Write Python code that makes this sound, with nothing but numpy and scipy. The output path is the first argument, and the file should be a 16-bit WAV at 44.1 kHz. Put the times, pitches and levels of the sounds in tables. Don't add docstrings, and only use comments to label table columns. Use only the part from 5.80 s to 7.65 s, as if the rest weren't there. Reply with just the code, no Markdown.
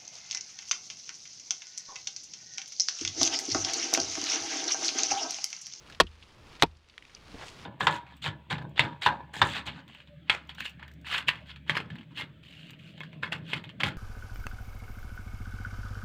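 import sys
import numpy as np
from scipy import signal
from scipy.fft import rfft, irfft, next_fast_len
from scipy.io import wavfile
from scipy.ndimage import map_coordinates

SR = 44100
rng = np.random.default_rng(int(sys.argv[2]) if len(sys.argv) > 2 else 0)


def waveform_to_disk(signal):
    frames = np.transpose(np.atleast_2d(signal))
    scaled = np.clip(frames, -1, 1) * 32767
    samples = np.round(scaled).astype(np.int16)
    wavfile.write(sys.argv[1], SR, samples)


N = 81585

# (time [s], cloth level [dB], low-mid level [dB], rumble level [dB])
FLOOR = [(0.0, -61.5, -64, -60.5), (0.108, -56.5, -57.5, -58.5), (0.246, -64, -68.5, -61.5),
         (0.452, -61, -66, -63.5), (0.628, -63, -61, -54.5), (0.73, -55.5, -57, -59.5),
         (0.86, -66.5, -63.5, -55), (1.004, -70.5, -74, -70), (1.158, -64.5, -68.5, -69.5),
         (1.344, -59.5, -65, -62.5), (1.442, -59.5, -60.5, -55), (1.566, -53.5, -55, -54.5),
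         (1.72, -55.5, -57, -56.5), (1.85, -52, -56.5, -52)]
# (frequency [Hz], level [dB])
CLOTH_SPECTRUM = [(1200, -1.5), (1560, -1.5), (2450, 1), (3950, -2), (5020, -4.5), (6700, -11.5),
                  (8000, -18), (10000, -16.5), (12000, -28.5), (16000, -39.5)]
MIDS_SPECTRUM = [(60, -10.5), (170, 4.5), (350, 5), (700, 0), (1150, 1.5), (1700, -7.5), (3000, -26)]
RUMBLE_SPECTRUM = [(15, -1), (35, 0), (80, 0), (150, -3.5), (300, -24), (800, -63)]
# (time [s], level [dB], centre [Hz], width [octaves], rise constant [s], fall constant [s])
SHUFFLES = [(1.544, -41.5, 148, 1.21, 0.0034, 0.017), (1.628, -42, 930, 1.27, 0.032, 0.021),
            (1.685, -49, 3400, 0.81, 0.06, 0.033), (1.835, -59, 120, 1.46, 0.017, .03)]
# (frequency [Hz], t60 [s])
YARD_DECAY = [(100, 0.13), (400, .05), (2000, 0.082), (10000, 0.032)]
# (time [s], level [dB], delay of settling knock [s], knock level [dB])
THUMPS = [(0.204, -31.5, .036, -38.5), (0.831, -36, .031, -43.5)]
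# (frequency [Hz], level [dB], t60 [s])
GROUND_MODES = [(42, 0, 0.15), (53, -10.5, 0.5), (77.9, -8, 0.61)]
SETTLE_MODES = [(131, -12, .05), (212, -2, .07), (343.5, -3, .05), (470, -6.5, 0.051)]
# (time [s], level [dB], centre [Hz], width [octaves], t60 [s])
TICKS = [(0.0984, -41, 1540, 0.14, .045), (0.1236, -47.5, 2600, 0.64, 0.092),
         (0.1476, -42, 2840, 0.61, 0.02), (0.2335, -48.5, 3530, 0.65, 0.037),
         (0.2676, -44, 3060, 0.2, 0.046), (0.425, -45.5, 3000, 0.36, 0.042),
         (0.7286, -47, 2980, 0.36, 0.016), (0.7527, -46, 2960, 0.56, .02), (0.7652, -46, 2580, 0.62, 0.029),
         (0.7972, -46.5, 2380, 0.78, 0.16), (0.815, -44, 3840, 0.79, 0.048),
         (0.863, -53.5, 3380, 0.64, 0.034), (0.912, -59.5, 3285, 0.36, 0.026),
         (0.9516, -59.5, 3400, 0.35, .02), (0.9696, -53, 4100, .5, .015), (1.0865, -50, 2870, 0.82, 0.012),
         (1.0975, -50, 3364, 0.48, 0.029), (1.1397, -51.5, 2200, 0.46, .015),
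         (1.1795, -30.5, 2440, 0.33, .012), (1.224, -38, 2230, 0.32, 0.012),
         (1.2513, -40.5, 2400, 0.27, 0.012), (1.296, -46, 2100, 0.43, .012),
         (1.3492, -32, 5130, 0.16, 0.011), (1.367, -49, 2560, .25, 0.027),
         (1.6815, -32.5, 3440, 0.53, .014)]
# (frequency [Hz], level [dB])
SPLINTER_SPECTRUM = [(300, -25), (1200, -10), (2200, -0.5), (5000, 0.5), (8000, -11.5), (11000, -15.5),
                     (15000, -29)]
# (time [s], blank level [dB], block level [dB], ringing length [0-1],
# thud level [dB], thud frequency [Hz], crack level [dB], crack t60 [s], crack tilt [dB/octave])
CONTACTS = [(0.2007, -8.5, -12.5, 0.89, -10, 530, -8.5, .033, -2),
            (0.2057, -16, -13, 0.92, -5.5, 1110, -9, 0.019, 0.5),
            (0.2115, -16, -25, 0.52, -27, 316, -23.5, 0.023, -0.5),
            (0.8232, -8.5, -17.5, 0.39, -1, 1880, 0.5, 0.0083, -1.5),
            (0.8250, -17.5, -24.5, 0.5, -6.5, 3260, -15, 0.0063, -1),
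            (0.8304, -16.5, -18, .7, -13.5, 773, -16.5, 0.017, -4),
            (0.8333, -19.5, -22.5, .7, -16, 319, -20, 0.014, 3.5),
            (0.8377, -32, -17.5, .7, -11, 906, -30.5, 0.047, -5.5)]
# (frequency [Hz], level in first blow [dB], level in second blow [dB], t60 [s])
BLANK_MODES = [(986, -8.5, -10.5, 0.031), (1139, -5, -11.5, .023), (1310, -8, -4, 0.021),
               (1727, -10, -14.5, 0.019), (1990, -18, -7.5, 0.012), (2450, -19.5, -6.5, .025),
               (2585, -10.5, -4, .028), (3056, -13, -12, 0.012), (3357, -12, -4.5, 0.022),
               (3760, -9.5, -7.5, 0.029), (4234, -8.5, -2, 0.017), (4935, -7, -21, .022)]
BLOCK_MODES = [(167.5, -17.5, -11, 0.1), (235, -24, -24, 0.1), (370, -8.5, -10, .055),
               (453, -5, -5.5, .045), (600, -10, -7, .035), (674, -5, -11.5, 0.04), (774, -5.5, -12, 0.034),
               (936, -9.5, 0.5, 0.058)]
# (frequency [Hz], level [dB])
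CRACK_SPECTRUM = [(100, -19), (400, -12.5), (1200, 0.5), (2400, -1), (4700, -2.5), (6000, -12.5),
                  (8500, -17), (11000, -24.5), (15500, -27)]
# (frequency [Hz], gain [dB])
MICROPHONE = [(15, -4), (50, -0.5), (8000, 0), (11000, -4.5), (15000, -4.5), (16500, -10.5)]

TEAR_GRAINS_PER_S, MODE_SCATTER_DB = 2490, 2.24
TICK_SNAP_DB = -18.5
THUD_CYCLES = 1
YARD_DB = -26
CLIP_TOP, TOP_HZ = 0.46, 16000


def amp(db):
    return 10 ** (np.asarray(db) / 20)


def unit(x):
    return x / np.sqrt(np.mean(x ** 2) + 1e-20)


def clock():
    return np.arange(N) / SR


def along(points, hz):
    f, v = np.transpose(points)
    return np.interp(np.log(hz + 1), np.log(f + 1), v)


def hump(hz, centre_hz, octaves):
    return np.exp(-.5 * (np.log2((hz + 1) / centre_hz) / octaves) ** 2)


def filtered(x, response):
    m = next_fast_len(len(x) + SR // 10)
    return irfft(rfft(x, m) * response(np.fft.rfftfreq(m, 1 / SR)), m)[:len(x)]


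def noise(spectrum):
    white = rng.standard_normal(N)
    return unit(filtered(white, lambda hz: amp(along(spectrum, hz))))


def wobble(rate, size=N):
    knots = rng.standard_normal(size // 4)
    return map_coordinates(knots, [np.arange(size) * rate / SR], mode="mirror")


def grains(spectrum, rate, spread_db, size):
    clumps = rng.standard_normal(size) * amp(spread_db * wobble(rate, size))
    return unit(filtered(clumps, lambda hz: amp(along(spectrum, hz))))


def add(out, s, x):
    i = round(s * SR)
    out[i:i + len(x)] += x[:N - i]


def ring(modes, attack_s, length=1, size=SR // 8):
    t = np.arange(size) / SR
    tones = np.zeros(size)
    for k, (hz, db, t60) in enumerate(modes):
        struck_db = db + MODE_SCATTER_DB * rng.standard_normal()
        decay = amp(struck_db - 60 * t / (t60 * length))
        tones += (-1) ** k * decay * np.sin(2 * np.pi * hz * t)
    return tones * (1 - np.exp(-t / attack_s))


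def rustle():
    s, *columns = np.transpose(FLOOR)
    cloth_db, mids_db, rumble_db = [np.interp(clock(), s, column) for column in columns]
    cloth = grains([(500, -36.5)] + list(CLOTH_SPECTRUM), rate=500, spread_db=2.0, size=N)
    cloth_gain = amp(cloth_db - 0.5 + .8 * wobble(40))
    mids = amp(mids_db + 1.7) * noise(MIDS_SPECTRUM)
    rumble = amp(rumble_db + 0.5) * noise(RUMBLE_SPECTRUM)
    return cloth_gain * cloth + mids + rumble


def shuffles():
    out, t = np.zeros(N), clock()
    for s, db, centre_hz, octaves, rise, fall in SHUFFLES:
        rubbing = rng.standard_normal(N) * amp(2.65 * wobble(300))
        band = unit(filtered(rubbing, lambda hz: hump(hz, centre_hz, octaves)))
        envelope = np.exp(-np.maximum((s - t) / rise, (t - s) / fall))
        out += amp(db) * band * envelope
    return out


def yard(x):
    hz, t, z = signal.stft(rng.standard_normal(SR // 2), SR, nperseg=256)
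    decay = amp(-60 * t / along(YARD_DECAY, hz)[:, None])
    tail = signal.istft(z * decay, SR, nperseg=256)[1]
    delayed = np.pad(tail, (SR // 200, 0))
    return signal.fftconvolve(x, delayed / np.linalg.norm(tail))[:N]


def ground():
    out = np.zeros(N)
    for s, db, delay, settle_db in THUMPS:
        add(out, s, amp(db) * ring(GROUND_MODES, attack_s=0.005, size=SR // 2))
        add(out, s + delay, amp(settle_db) * ring(SETTLE_MODES, attack_s=.001))
    return out


def splinters():
    out, t = np.zeros(N), clock()[:SR // 10]
    for s, db, centre_hz, octaves, t60 in TICKS:
        colour = lambda hz: hump(hz, centre_hz, octaves) + amp(TICK_SNAP_DB + along(SPLINTER_SPECTRUM, hz))
        snap = unit(filtered(rng.standard_normal(len(t)), colour))
        add(out, s, amp(db - 60 * t / t60) * (1 - np.exp(-t / 0.00035)) * snap)
    return out


def thud(hz, t):
    u = hz * t / THUD_CYCLES
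    return (u * np.exp(1 - u)) ** 2 * np.sin(2 * np.pi * hz * t)


def tearing(tilt, size):
    tilted = [(hz, db + tilt * np.log2(hz)) for hz, db in CRACK_SPECTRUM]
    return grains(tilted, TEAR_GRAINS_PER_S, spread_db=0.5, size=size)


def chops():
    out, t = np.zeros(N), clock()[:SR // 10]
    for s, blank_db, block_db, length, thud_db, thud_hz, crack_db, t60, tilt in CONTACTS:
        blow = np.argmin([abs(s - thump[0]) for thump in THUMPS])
        blank = [(hz, levels[blow], decay) for hz, *levels, decay in BLANK_MODES]
        block = [(hz, levels[blow], decay) for hz, *levels, decay in BLOCK_MODES]
        add(out, s, amp(blank_db) * ring(blank, attack_s=0.00011, length=length))
        add(out, s, amp(block_db) * ring(block, attack_s=.0006, length=length))
        add(out, s, amp(thud_db) * thud(thud_hz, t))
        crack_envelope = amp(crack_db - 60 * t / t60) * (1 - np.exp(-t / .00015))
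        add(out, s, crack_envelope * tearing(tilt, len(t)))
    return out


def scene():
    wood = chops() + splinters()
    answer = amp(YARD_DB) * yard(wood)
    return (wood + answer + ground() + rustle() + shuffles())[None]


def record(dry):
    clipped = dry[0] / (1 + np.abs(dry[0] / CLIP_TOP) ** 6) ** (1 / 6)
    coloured = filtered(clipped, lambda hz: amp(along(MICROPHONE, hz)))
    return filtered(coloured, lambda hz: 1 / np.sqrt(1 + (hz / TOP_HZ) ** 200))[None]


dry = scene()
out = record(dry)
waveform_to_disk(out)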